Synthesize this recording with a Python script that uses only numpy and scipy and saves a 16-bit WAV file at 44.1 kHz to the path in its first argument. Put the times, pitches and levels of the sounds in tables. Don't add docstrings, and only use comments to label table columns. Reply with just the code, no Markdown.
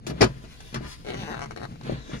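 import sys
import numpy as np
from scipy import signal
from scipy.fft import rfft, irfft
from scipy.io import wavfile
from scipy.ndimage import uniform_filter1d

SR = 44100
rng = np.random.default_rng(int(sys.argv[2]) if len(sys.argv) > 2 else 0)


def amplitude_ratio(level_db):
    exponent = np.asarray(level_db, float) / 20
    return 10 ** exponent


def master_out(mix):
    frames = np.transpose(np.atleast_2d(mix))
    ceiling = np.clip(frames, -1, 1)
    pcm = np.round(ceiling * 32767).astype(np.int16)
    wavfile.write(sys.argv[1], SR, pcm)


N = 97020
T = np.arange(N) / SR

# frequency_hz, level_db
AIR_SPECTRUM = [(15, -55), (25, 4), (167, -12), (1090, -39), (1830, -23.5), (4020, -22), (10400, -34.5),
                (15200, -29), (16500, -64)]
# start_s, boom_db
PANEL_LOAD = [(0, -48), (.2, -41), (.3, -41), (.45, -51), (.7, -64), (.8, -49.5), (.97, -58), (1.03, -46.5),
              (1.15, -38.5), (1.37, -36.5), (1.44, -43), (1.49, -43.5), (1.6, -43), (1.69, -39),
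              (1.78, -49.5), (1.88, -37.5), (1.99, -41), (2.05, -55.5)]
# frequency_hz, level_db, t60_s
PANEL_MODES = [(58.7, 3.5, 0.41), (117.4, -8, 0.23), (133.2, 4, 0.31), (159.6, 3.5, 0.14),
               (211, -1.5, 0.11), (290, -29, 0.066)]
# start_s, rasp_db, swish_db (relative to the rasp)
SLIDE = [(.062, -65, -17), (.07, -40, 2.5), (.11, -38, -7.5), (.135, -48.5, -46), (.2, -34.5, -19),
         (.3, -47.5, -12), (.7, -51.5, -0.5), (.79, -41.5, -20), (.86, -36, -14), (.92, -51.5, 9),
         (1.0, -63, 6.5), (1.8, -59, -49), (1.85, -34.5, -16.5), (1.95, -39.5, -42), (2.09, -45, -17),
         (2.135, -33, -22.5), (2.175, -40, -17), (2.2, -55, -15)]
# frequency_hz, level_db
RASP_SPECTRUM = [(250, 6), (500, -4), (800, -9.5), (1870, -8.5), (3300, -14), (4500, -19), (7000, -74),
                 (16000, -111)]
# frequency_hz, level_db
SWISH_SPECTRUM = [(2500, -1.5), (4500, 1), (6600, -7), (8500, -9), (11000, -7.5), (16000, -13)]
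# start_s, pitch_hz, squeal_db, whisper_db
SQUEAL = [
    (1.82, 4400, -72, -87),
    (1.85, 4260, -53, -68),
    (1.9, 4270, -46, -59),
    (1.95, 4250, -48.5, -60),
    (2.0, 4090, -49, -56.5),
    (2.05, 3900, -56, -53),
    (2.1, 3660, -56, -51.5),
    (2.13, 3700, -56, -57.5),
    (2.2, 3820, -75, -52.5),
]
# start_s, slip_rate_hz, level_db
JUDDER = [
    (1.146, 186, -40.5),
    (1.16, 198, -45.5),
    (1.2, 200, -43),
    (1.25, 165, -44),
    (1.28, 150, -42),
    (1.3, 150, -40),
    (1.325, 204, -42),
    (1.342, 182, -48),
]
# start_s, peak_db
SINGLE_SLIPS = [(1.048, -35), (1.0558, -36), (1.0648, -32.5), (1.0717, -32.5), (1.0765, -35), (1.0814, -33),
                (1.0864, -27.5), (1.0914, -40), (1.0964, -30.5), (1.1031, -26), (1.1112, -31.5),
                (1.1195, -31), (1.1283, -34), (1.1359, -30), (1.1434, -28), (1.3438, -28), (1.3514, -31.5),
                (1.361, -37.5), (1.3687, -31.5), (1.3779, -33.5), (1.3924, -29), (1.4072, -32),
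                (1.4172, -29), (1.4244, -29.5), (1.4314, -32), (1.4384, -30.5), (1.4444, -33.5),
                (1.4514, -52), (1.4588, -34.5), (1.4638, -45), (1.509, -30), (1.5181, -34.5),
                (1.5622, -28.5), (1.5735, -27.5), (1.583, -39), (1.5867, -39), (1.5974, -37), (1.6047, -37),
                (1.616, -32.5), (1.6267, -34), (1.6322, -30), (1.6396, -31), (1.6434, -37), (1.6523, -30.5),
                (1.7225, -49), (1.7389, -52), (1.7577, -43.5), (1.8119, -36.5)]
# frequency_hz, level_db
RUBBER_SPECTRUM = [(200, -15), (350, 5), (650, -3), (1150, -3), (3000, -8.5), (4800, -17), (7000, -27.5),
                   (16000, -46.5)]
# frequency_hz, level_db, t60_s
GLASS_MODES = [(432, 8.5, 0.088), (594, 8, 0.022), (1520, 2, 0.012), (2730, -10, 0.0029),
               (3460, -29, 0.0053), (4360, -12, 0.0058)]
# start_s, crack_db, thud_db, clack_db, t60_s
KNOCKS = [(0.0685, -47, -42.5, -40, 0.24), (.098, -33, -27, -49, 0.076), (0.108, -65, -40, -36.5, 0.13),
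          (0.163, -70, -67, -44.5, 0.035), (0.2065, -28, -24, -31, 0.042), (0.2092, -18, -19, -18.5, 0.18),
          (0.2168, -8, -11, -21, 0.029), (0.226, -16, -16, -14, 0.051), (0.233, -35.5, -31.5, -49, 0.17),
          (0.439, -48, -43, -52, 0.21), (0.728, -45, -38, -61, 0.12), (0.7445, -29.5, -36.5, -40, 0.073),
          (0.758, -31.5, -31.5, -40.5, 0.1), (.808, -65, -39, -41, 0.044),
          (0.8461, -43.5, -44.5, -52, 0.11), (1.8954, -57, -28.5, -30.5, 0.025),
          (1.921, -49, -24.5, -37, 0.073), (2.095, -60, -39.5, -44.5, 0.044),
          (2.116, -41.5, -55, -47, 0.067), (2.133, -41, -30.5, -59, 0.16)]
# frequency_hz, level_db
CRACK_SPECTRUM = [(600, -21), (950, 4.5), (1800, -0.5), (2700, -5.5), (5700, -9.5), (7600, -22),
                  (10200, -23.5), (16000, -54)]
# frequency_hz, level_db, t60_s
CLACK_MODES = [(327, -2, 0.017), (360.4, 15, 0.034), (439.6, 2.5, 0.088), (500, 7, 0.03), (550, -16, 0.064),
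               (760, -20, 0.0063)]
# start_s, level_db
TICKS = [
    (0.066, -22),
    (0.2137, -12),
    (.227, -19),
    (0.241, -15),
    (0.604, -32),
    (0.7425, -18.5),
    (1.8335, -38.5),
]
# frequency_hz, level_db
TICK_SPECTRUM = [(1500, -3), (5000, -6.5), (7000, -10.5), (11000, -22), (16000, -22)]
# frequency_hz, level_db
MIC_RESPONSE = [(7000, -0.5), (8500, -4), (10300, -2), (12000, -9), (15700, -8), (16400, -60)]
# frequency_hz, left_minus_right_db
PORT_BALANCE = [(60, 2.5), (200, 0.5), (700, 1), (2400, 5.5), (4400, 5), (7000, 7.5), (10000, -12.5),
                (15000, 2.5)]

AIR_DB, WAKE_S, ASLEEP_DB = -54, 0.064, -29
RUMBLE_DB, RUMBLE_HZ = -48.5, 65
SHARED_HZ, DIRECT_DB = 700, -7
NEAR_T60_S, NEAR_DB, HAND_DRIFT_HZ = 0.003, 0, 9
EARLY_T60_S, EARLY_DB = 0.024, 1.5
CABIN_T60_S, CABIN_DB, CABIN_DULL_HZ = 0.08, 0.5, 3200
RIGHT_LAG_S = 0.00046
GRIT_DB = 1
SQUEAL_WIDTH_HZ, WHISPER_HZ, WHISPER_WIDTH_HZ = 350, 6100, 2500
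SLIP_JITTER, SLIP_SCATTER_DB, SLIP_T60_S = 0.02, 1.2, 0.0071
CONTACT_DRIFT_HZ, SNAP, FRESH = 12, 5, 0.4
SLIPS_DB, GLASS_DB = -1.5, -5.5
TICK_T60_S = 0.026
KICK = 9
PUSH_S, PANEL_TOP_HZ = 0.0061, 620


def unit(x):
    return x / np.sqrt(np.mean(x ** 2))


def lowpass(x, hz, order):
    return signal.lfilter(*signal.butter(order, 2 * hz / SR), x)


def highpass(x, hz):
    return signal.lfilter(*signal.butter(2, 2 * hz / SR, "high"), x)


def colour(x, spectrum):
    hz, db = np.array(spectrum).T
    f = np.maximum(np.fft.rfftfreq(4096, 1 / SR), 1)
    log_gain = np.interp(np.log(f), np.log(hz), db) * np.log(10) / 20
    cepstrum = irfft(log_gain)
    cepstrum[1:2048] *= 2
    cepstrum[2049:] = 0
    return signal.fftconvolve(x, irfft(np.exp(rfft(cepstrum))))[:N]


def ring(x, modes):
    out, power = 0, 0
    for hz, db, t60 in modes:
        radius = np.exp(-np.log(1000) / (t60 * SR))
        poles = [1, -2 * radius * np.cos(2 * np.pi * hz / SR), radius * radius]
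        out = out + amplitude_ratio(db) * np.sqrt(1 - radius) * signal.lfilter([1, 0, -1], poles, x)
        power += amplitude_ratio(db) ** 2
    return out / np.sqrt(power)


def walk(rate):
    k = int(SR / rate)
    return unit(uniform_filter1d(uniform_filter1d(rng.standard_normal(N), k), k))


def shared_walks(count, rate):
    weights = np.array([walk(rate) for _ in range(count)])
    return weights / np.sqrt(np.sum(weights ** 2, axis=0))


def curve(table, column):
    points = np.array(table)
    return np.interp(T, points[:, 0], points[:, column])


def burst(start, t60):
    return np.where(T >= start, np.exp(-np.log(1000) * np.maximum(T - start, 0) / t60), 0)


def narrow(hz, width):
    band = lowpass(rng.standard_normal(N), width / 2, 2)
    return unit(band) * np.sin(2 * np.pi * np.cumsum(hz + 0 * T) / SR)


def outdoor_air():
    noise = np.array([colour(rng.standard_normal(N), AIR_SPECTRUM) for _ in range(2)])
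    return unit(noise) * amplitude_ratio(AIR_DB - 3.0 + 0.5 * walk(18) + ASLEEP_DB * (T < WAKE_S))


def rumble():
    low = highpass(lowpass(rng.standard_normal((2, N)), RUMBLE_HZ, 2), 25)
    ports = low[0] + 0.67 * low[1] * np.array([[1], [-1]])
    return amplitude_ratio(RUMBLE_DB + walk(15)) * unit(ports)


def panel_hum():
    hum = unit(ring(rng.standard_normal(N), PANEL_MODES[1:5]))
    return hum * amplitude_ratio(curve(PANEL_LOAD, 1) - 2.5 * walk(21.5))


def reflections(x, t60):
    h = rfft(rng.standard_normal((2, 8192)) * burst(0, t60)[:8192])
    h = irfft(h / uniform_filter1d(np.abs(h), size=60))[:, :6000]
    return np.array([signal.fftconvolve(x, response)[:N] for response in h])


def cabin(x):
    dull = lowpass(x, CABIN_DULL_HZ, 1)
    low = lowpass(x, SHARED_HZ, 1)
    high = x - low
    scatter = sum(reflections(w * high, NEAR_T60_S) for w in shared_walks(4, HAND_DRIFT_HZ))
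    near = low + amplitude_ratio(DIRECT_DB) * high + amplitude_ratio(NEAR_DB) * scatter
    late = amplitude_ratio(CABIN_DB) * reflections(highpass(dull, 350), CABIN_T60_S)
    early = amplitude_ratio(EARLY_DB) * reflections(x - dull, EARLY_T60_S)
    return near + late + early


def slide():
    roughness = amplitude_ratio(GRIT_DB * rng.exponential(size=N) / 2 + 2 * walk(38))
    grit = rng.standard_normal((2, N)) * roughness
    rasp = unit(colour(grit[0], RASP_SPECTRUM))
    swish = amplitude_ratio(curve(SLIDE, 2)) * unit(colour(grit[1], SWISH_SPECTRUM))
    squeal = narrow(curve(SQUEAL, 1), SQUEAL_WIDTH_HZ) * amplitude_ratio(curve(SQUEAL, 2))
    whisper = narrow(WHISPER_HZ, WHISPER_WIDTH_HZ) * amplitude_ratio(curve(SQUEAL, 3))
    return amplitude_ratio(curve(SLIDE, 1)) * (rasp + swish) + squeal + whisper


def slip_impulses():
    first, last = JUDDER[0][0], JUDDER[-1][0]
    rate = (T > first) * curve(JUDDER, 1) * (1 + SLIP_JITTER * walk(150))
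    phase = np.cumsum(rate) / SR
    released = np.diff(np.floor(phase), prepend=0) > 0
    slips = released * amplitude_ratio(curve(JUDDER, 2) + 8.5 + SLIP_SCATTER_DB * walk(320))
    slips[(T < first) | (T > last)] = 0
    for start, db in SINGLE_SLIPS:
        slips[int(start * SR)] += amplitude_ratio(db + SLIPS_DB)
    return slips


def judder():
    slips = slip_impulses()
    fade = burst(0, SLIP_T60_S)[:600]
    shapes = rng.standard_normal((5, 600)) * fade
    weights = shared_walks(5, CONTACT_DRIFT_HZ)
    grain = sum(signal.fftconvolve(slips * w, h)[:N] for w, h in zip(weights, shapes))
    grain += FRESH * rng.standard_normal(N) * signal.fftconvolve(slips, fade)[:N]
    snap = SNAP * lowpass(slips, 900, 1) + grain - lowpass(grain, 900, 1)
    rubber = colour(snap, RUBBER_SPECTRUM) / np.std(colour(rng.standard_normal(N), RUBBER_SPECTRUM))
    return 2 * (rubber + amplitude_ratio(GLASS_DB) * ring(snap, GLASS_MODES))


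def knock_envelope(column, shortening):
    return sum(amplitude_ratio(k[column]) * burst(k[0], k[4] * shortening) for k in KNOCKS)


def kick(envelope):
    return KICK * np.maximum(np.diff(envelope, prepend=0), 0)


def metal_ticks(noise):
    envelope = sum(amplitude_ratio(db) * burst(start, TICK_T60_S) for start, db in TICKS)
    return 2 * colour(noise * envelope, TICK_SPECTRUM)


def knocks():
    noise = highpass(rng.standard_normal((4, N)), 70)
    crack_env, clack_env, thud_env = knock_envelope(1, 0.78), knock_envelope(3, 0.88), knock_envelope(2, 1.0)
    crack = colour(noise[0] * crack_env, CRACK_SPECTRUM) / np.std(colour(noise[0], CRACK_SPECTRUM))
    clack = lowpass(ring(0.5 * noise[1] * clack_env + kick(clack_env), CLACK_MODES), 1100, 2)
    push = 1 / (PUSH_S * SR)
    late = signal.lfilter([push], [1, push - 1], thud_env)
    thud = 2.2 * ring(0.5 * noise[2] * late - kick(thud_env), PANEL_MODES)
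    return crack + metal_ticks(noise[3]) + 3 * clack, lowpass(thud, PANEL_TOP_HZ, 2)


def scene():
    air, thud = knocks()
    airborne = cabin(air) + amplitude_ratio(-0.27) * cabin(judder()) + cabin(slide())
    door = airborne * amplitude_ratio(-4.5) + thud + panel_hum() + rumble()
    door[1] = np.roll(door[1], int(RIGHT_LAG_S * SR))
    return door + outdoor_air()


def low_pass(x):
    return signal.sosfilt(signal.butter(12, 17000, fs=SR, output="sos"), x)


def record(dry):
    hz, db = np.array(PORT_BALANCE).T
    tilt = np.interp(np.log(np.fft.rfftfreq(N, 1 / SR) + 1), np.log(hz), db) / 2
    ports = []
    for x, side in zip(dry, (1, -1)):
        ports.append(irfft(rfft(colour(x, MIC_RESPONSE)) * amplitude_ratio(side * tilt), N))
    mix = 1.518 * np.tanh(np.array(ports) / 1.494)
    return low_pass(mix)


dry = scene()
out = record(dry)
master_out(out)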